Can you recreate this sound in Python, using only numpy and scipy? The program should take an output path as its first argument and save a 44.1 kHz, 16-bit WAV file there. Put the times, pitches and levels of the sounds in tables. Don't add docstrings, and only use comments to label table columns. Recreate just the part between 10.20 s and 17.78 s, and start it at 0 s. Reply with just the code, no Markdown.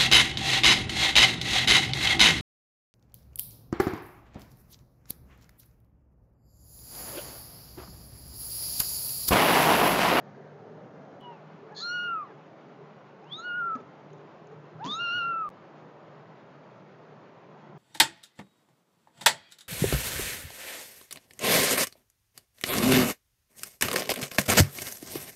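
import sys
import numpy as np
from scipy import signal
from scipy.fft import rfft, irfft, next_fast_len
from scipy.io import wavfile
from scipy.ndimage import uniform_filter1d, map_coordinates

SR = 44100
rng = np.random.default_rng(int(sys.argv[2]) if len(sys.argv) > 2 else 0)


def master(y):
    cut = np.clip(np.atleast_2d(y).T, -1, 1)
    pcm = np.round(cut * 32767)
    wavfile.write(sys.argv[1], SR, pcm.astype(np.int16))


def attenuation_scalar(level_db):
    decades = np.asarray(level_db, float) / 20
    return 10 ** decades


N = 334278


def unit(x):
    return x / np.sqrt(np.mean(x ** 2) + 1e-20)


def along(points, hz):
    f, v = np.transpose(points)
    return np.interp(np.log(hz + 1), np.log(f + 1), v)


def curves(rows):
    s, *cols = np.transpose(rows)
    return [np.interp(np.arange(N) / SR, s, c) for c in cols]


def window(start, end, fade):
    t = np.arange(N) / SR
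    return np.clip(np.minimum(t - start, end - t) / fade, 0, 1)


def wobble(rate):
    knots = rng.standard_normal(int(N * rate / SR) + 4)
    return map_coordinates(knots, [np.arange(N) * rate / SR])


def filtered(x, response):
    m = next_fast_len(N + SR // 2)
    return irfft(rfft(x, m) * response(np.fft.rfftfreq(m, 1 / SR)), m)[:N]


# f/Hz, width/Hz, level/dB
THROAT = [(1700, 140, -4), (3520, 640, -1.5), (4420, 610, 2.5), (6670, 520, -4)]


def throat(f):
    response = 0
    for k, (centre, width, db) in enumerate(THROAT):
        response = response + (-1) ** k * attenuation_scalar(db) * 1j * f * width / (centre ** 2 - f * f + 1j * f * width)
    return response


def mew(rows, fourth_db, breath_db, crest, quaver_hz, quaver):
    rows = np.array(rows)
    start = rows[0] * [1, 0.66, 1, np.sqrt(0.66), 1] + [-0.028, 0, -22.5, 0, -22.5 / 2]
    end = rows[-1] * [1, 0.84, 1, 1, 1] + [0.028, 0, -25, 0, -25 / 2]
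    gesture = curves(np.vstack([start, rows, end]))
    pitch, db1, mouth, ring_db = [uniform_filter1d(c, size=600) for c in gesture]

    strain = np.clip((pitch - 1330) / (1400 - 1330), 0, 1)
    pitch = pitch * (1 + quaver * strain * np.cos(2 * np.pi * quaver_hz * (np.arange(N) / SR - crest)))
    jitter = 0.0032 * wobble(45) + 0.0055 * wobble(400)
    phase = 2 * np.pi * np.cumsum(pitch * (1 + jitter)) / SR

    octaves = np.log2(np.outer([2, 3], pitch) / mouth)
    db2, db3 = ring_db - np.where(octaves < 0, 101, 67.5) * octaves ** 2
    fed_db = db1 - 14 - 90 * np.maximum(3200 - mouth, 0) / 1000
    db5 = fed_db - 25 * ((5 * pitch - 6500) / 560) ** 2
    neighbours_db = np.maximum.reduce([db2 - 0.5, db5 - 14.5, db3 - 27.5])
    db4 = fourth_db + np.minimum(db3 - 12.5, neighbours_db)

    tone = 0
    for k, db in enumerate([db1, db2, db3, db4, db5, db4 - 13]):
        level = attenuation_scalar(db + 0.15 * wobble(60))
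        scatter = 1 + 0.022 * (k + 1) * wobble(700)
        tone = tone + level * scatter * np.sin((k + 1) * phase + k)

    noise = rng.standard_normal(N)
    breath = unit(filtered(noise, lambda f: throat(f) ** 2 / (1 + (f / 4500) ** 6)))
    opening = 1 + 0.7 * np.sin(phase)
    leak = attenuation_scalar(breath_db) * (attenuation_scalar(db3) + attenuation_scalar(db2 - 6.0)) * opening * breath
    return window(start[0], end[0], 0.0062) * (np.sqrt(2) * tone + leak)


# t/s, level/dB
RASP = [
    (1.54, -70.5),
    (1.566, -46.5),
    (1.575, -42.5),
    (1.607, -42.5),
    (1.626, -43),
    (1.645, -56),
]


def rasp():
    rows = np.array(RASP)
    start, end = rows[0, 0], rows[-1, 0]
    pitch = np.interp(np.arange(N) / SR, [start, end], [820, 920])
    cycle = np.cumsum(pitch * (1 + 0.06 * wobble(300))) / SR
    pulses = np.diff(np.floor(cycle), prepend=0) * attenuation_scalar(2.5 * wobble(900))
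    gate = 0.5 * (1 + np.cos(2 * np.pi * cycle))
    source = unit(pulses) + gate * rng.standard_normal(N)
    voiced = unit(filtered(source, lambda f: throat(f) ** 2))
    return window(start, end, 0.0076) * attenuation_scalar(curves(rows)[0]) * voiced


# t/s, pitch f/Hz, fundamental level/dB, mouth resonance f/Hz, mouth ring level/dB
MEW_A = [(.9, 1151, -58, 3600, -45), (.97, 1100, -50, 3400, -48), (1.012, 982, -68, 3000, -66),
         (1.052, 967, -51, 3100, -53), (1.09, 955, -43.5, 2300, -60), (1.125, 932, -50, 2330, -61),
         (1.155, 879, -59, 2250, -64), (1.19, 777, -63, 2100, -74), (1.23, 612, -55, 1500, -79)]
LEAD_B = [
    (1.495, 618, -53, 1400, -61),
    (1.52, 860, -51, 1900, -61.5),
    (1.54, 850, -50.5, 1700, -59.5),
]
MEW_B = [(1.607, 1250, -53.5, 3900, -58), (1.625, 1352, -45.5, 4200, -35), (1.66, 1408, -36.5, 4150, -38),
         (1.74, 1438, -32.5, 3190, -40), (1.865, 1429, -33, 2820, -40.5), (1.945, 1336, -30.5, 1990, -54),
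         (2.035, 1162, -39, 2600, -70), (2.066, 990, -61, 2300, -64), (2.12, 800, -64, 1700, -59)]
MEW_C = [(3.03, 778, -53.5, 2200, -74), (3.105, 1070, -62, 3230, -60.5), (3.127, 1150, -56.5, 3630, -35),
         (3.168, 1270, -56, 3900, -44), (3.197, 1317, -39, 3880, -52), (3.221, 1400, -49, 3650, -56),
         (3.254, 1431, -36, 3240, -48), (3.4, 1429, -30.5, 1980, -48), (3.552, 1286, -32, 1700, -60)]
MEW_D = [(4.608, 784.6, -42.5, 1500, -52.5), (4.646, 963, -36, 2600, -61), (4.7, 1185, -44, 3830, -34.5),
         (4.737, 1251, -37, 3950, -32), (4.775, 1339, -36.5, 3170, -54.5), (4.806, 1394, -33, 2910, -35),
         (4.972, 1426, -31, 3010, -35), (5.219, 1304, -31, 2040, -55), (5.278, 1180, -36, 1700, -62)]
# 4th overtone level/dB, breath level/dB, quaver crest t/s, quaver f/Hz, quaver share
VOICES = [
    (-17, -37, 1.1, 8, .001),
    (-6, -25, 1.5, 8, .001),
    (4, -27, 1.835, 10.5, 0.0062),
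    (-6.5, -28, 3.7, 9.2, 0.011),
    (2.5, -22.5, 4.965, 7.2, .017),
]


def kitten():
    calls = (MEW_A, LEAD_B, MEW_B, MEW_C, MEW_D)
    mews = sum(mew(call, *voice) for call, voice in zip(calls, VOICES))
    return room(mews + rasp(), wet_db=-16)


# f/Hz, t60/s
ROOM = [(200, 0.31), (1400, 0.44), (3500, 0.38), (6000, 0.38)]


def room(x, wet_db):
    hz, t, z = signal.stft(rng.standard_normal(SR // 2), SR, nperseg=256)
    decay = attenuation_scalar(-60 * t / along(ROOM, hz)[:, None])
    tail = np.pad(unit(signal.istft(z * decay, SR, nperseg=256)[1]), (500, 0))
    slap = np.exp(-((np.arange(len(tail)) / SR - 0.05) / 0.004) ** 2)
    tail = tail + attenuation_scalar(23.5) * slap * rng.standard_normal(len(tail))
    return x + attenuation_scalar(wet_db) * signal.fftconvolve(x, tail / np.linalg.norm(tail))[:N]


# t/s, peak level/dB, f/Hz, t60/s
BUMPS = [(3.553, -29, 250.7, 0.095), (4.645, -29, 169, 0.063), (4.659, -25.5, 276, 0.056),
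         (4.665, -35.5, 233, 0.062), (4.68, -31, 209, 0.08), (4.704, -46.5, 194, 0.08),
         (4.549, -44, 119.5, 0.2), (4.949, -42.5, 115.3, 0.25)]
# t/s, peak level/dB, f/Hz, t60/s
TICKS = [(3.5543, -42.5, 2183, 0.008), (3.9048, -56.5, 2240, 0.01), (4.455, -60, 2030, 0.008),
         (4.6437, -33, 3200, 0.0051), (4.6804, -47, 3500, 0.011), (6.6024, -61, 2230, 0.008),
         (1.5234, -62, 6340, 0.0066), (3.043, -61, 5500, 0.012), (3.0504, -74.5, 5880, 0.011),
         (3.5604, -54, 6380, 0.012), (3.9315, -58.5, 6140, 0.028), (4.2717, -57.5, 6100, 0.013)]
# t/s, level/dB
RUSTLE = [
    (4.647, -66),
    (4.651, -58.5),
    (4.667, -55),
    (4.69, -68),
]


def handling():
    out, t = np.zeros(N + SR), np.arange(SR // 4) / SR
    for s, db, hz, t60 in BUMPS:
        shell = np.sin(2 * np.pi * hz * t) + 0.21 * np.sin(2 * np.pi * 2.3 * hz * t)
        back_plate = 0.1 * np.sin(2 * np.pi * 1690 * t)
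        soft_onset = 1 - np.exp(-t / 0.0031)
        out[round(s * SR):][:len(t)] += attenuation_scalar(db - 60 * t / max(t60, 0.01)) * soft_onset * (shell + back_plate)
    for s, db, hz, t60 in TICKS:
        drift = np.cumsum(rng.normal(0, 0.33, len(t)))
        burst = np.cos(2 * np.pi * hz * t + drift) + 0.5 * rng.standard_normal(len(t))
        out[round(s * SR):][:len(t)] += attenuation_scalar(db - 60 * t / max(t60, 0.002)) * burst
    skin = attenuation_scalar(5 * wobble(500)) * rng.standard_normal(N)
    grains = unit(filtered(skin, lambda f: 1 + 2.9 / (1 + 1j * f / 900)))
    slide = window(RUSTLE[0][0], RUSTLE[-1][0], 0.0028) * attenuation_scalar(curves(RUSTLE)[0] + 13.5) * grains
    return room(out[:N] + slide, wet_db=-8.5)


def patchy(response, patchy_db):
    z = signal.stft(rng.standard_normal(N), nperseg=2048)[2]
    field = uniform_filter1d(rng.standard_normal(z.shape), size=3, axis=0)
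    field = uniform_filter1d(field, size=8, axis=1)
    noise = signal.istft(z * attenuation_scalar(patchy_db * unit(field)), nperseg=2048)[1][:N]
    return unit(filtered(noise, response))


# motor drone level/dB, whistle level/dB
HUM_DB = [
    (-56, -52.5),
    (-59, -55),
    (-60, -58.5),
]
# t/s, drone level/dB, whistle level/dB
SURGES = [(.35, -60, -63), (.55, -55, -53), (1.26, -54, -60), (1.55, -60, -57.5), (2.62, -76, -57),
          (3.62, -70, -50), (3.92, -50.5, -54), (4.31, -75, -45), (4.39, -52, -58), (4.58, -47, -71),
          (4.69, -71, -47), (5.079, -52.5, -76), (6.38, -53.5, -58), (6.93, -68, -52), (7.57, -51, -76)]


def hum(which):
    t = np.arange(N) / SR
    spot = np.searchsorted([cut[0] for cut in CUTS], t)
    gain = attenuation_scalar(np.array(HUM_DB)[spot, which] + 3.5 * wobble(9))
    for row in SURGES:
        gain = gain + attenuation_scalar(row[1 + which]) * np.exp(-((t - row[0]) / 0.038) ** 2)
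    return gain


# t/s, level/dB
FAN = [(0.0, -51), (1.01, -49.5), (1.2, -51), (1.88, -52), (3.29, -51.5), (3.69, -51.5), (4.71, -50.5),
       (4.79, -49), (6.25, -51.5), (6.93, -52), (7.05, -51), (7.58, -51.5)]
# f/Hz, level per Hz/dB
AIR = [(24, -69), (40, -39.5), (91, -17.5), (102, -14), (151, 0.5), (254, -11), (392, -7), (466, -10.5),
       (579, -8.5), (1160, -14), (3440, -32), (6460, -44), (7200, -45.5), (9360, -78), (15800, -120)]
# f/Hz, level per Hz/dB
AIR_FIRST = [(24, -71), (40, -42), (80, -24), (100, -9), (141, -4.5), (351, -12), (437, -8.5), (752, -11.5),
             (1040, -19), (1570, -20), (2650, -34), (6460, -45.5), (7200, -49.5), (9360, -84),
             (15800, -120)]


def fan():
    def low(f):
        return 1 / (1 + (f / 1000) ** 4)

    def air_colour(f):
        notch = 1 - 0.59 * np.exp(-((f - 152) / 25) ** 2) - 0.31 * np.exp(-((f - 420) / 40) ** 2)
        return attenuation_scalar(along(AIR, f)) * notch * np.sqrt(low(f))

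    def hiss_colour(f):
        return attenuation_scalar(along(AIR, f)) * np.sqrt(1 - low(f))

    def guard(f):
        return 1 / (1 + ((f - 400) / 14) ** 2) + 1 / (1 + ((f - 442) / 12) ** 2)

    air_db, = curves(FAN)
    air = attenuation_scalar(air_db - 1 + 0.46 * wobble(30)) * patchy(air_colour, patchy_db=1.58)
    hiss = attenuation_scalar(-66.5 + 7 + 0.81 * wobble(25)) * patchy(hiss_colour, patchy_db=1.5)
    wind = air + hiss
    first = attenuation_scalar(2.5) * filtered(wind, lambda f: attenuation_scalar(along(AIR_FIRST, f) - along(AIR, f)))
    whistle = attenuation_scalar(-6.5) * hum(which=1) * patchy(guard, patchy_db=0.0)
    turn = 2 * np.pi * np.cumsum(151 * (1 + 0.034 * wobble(14))) / SR
    drone = hum(which=0) * np.sin(turn)
    return np.where(np.arange(N) < CUTS[0][1] * SR, first, wind) + whistle + drone


def phone(x):
    def band(f):
        return (0.045 + 1 / np.sqrt(1 + (105 / (f + 1)) ** 12)) / (1 + (f / 7250) ** 60)
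    return filtered(x, band)


# start t/s, full level again t/s, level between/dB
CUTS = [
    (1.0049, 1.0116, -12),
    (5.2906, 5.3033, -8),
]
# t/s, size level/dB
JUMPS = [
    (1.0055, -54),
    (1.0065, -64),
    (1.0114, -47),
    (5.291, -35.5),
    (5.302, -43),
]


def scene():
    t = np.arange(N) / SR
    (first, _, _), (last, _, _) = CUTS
    voice = phone(kitten()) * window(first, last, 0.0004)
    dip_db = sum(db * ((t >= a) & (t < b)) for a, b, db in CUTS)
    dip = uniform_filter1d(attenuation_scalar(dip_db), size=30)
    clicks = sum(attenuation_scalar(db) * (t >= s) * np.exp(-np.abs(t - s) / 0.00043) for s, db in JUMPS)
    return (voice + dip * phone(fan() + handling()) + clicks)[None]


def band_limit(x):
    return signal.sosfilt(signal.butter(12, 15800, fs=SR, output="sos"), x)


def record(dry):
    mix = dry + attenuation_scalar(-95.5) * rng.standard_normal(dry.shape)
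    return band_limit(mix)


dry = scene()
out = record(dry)
master(out)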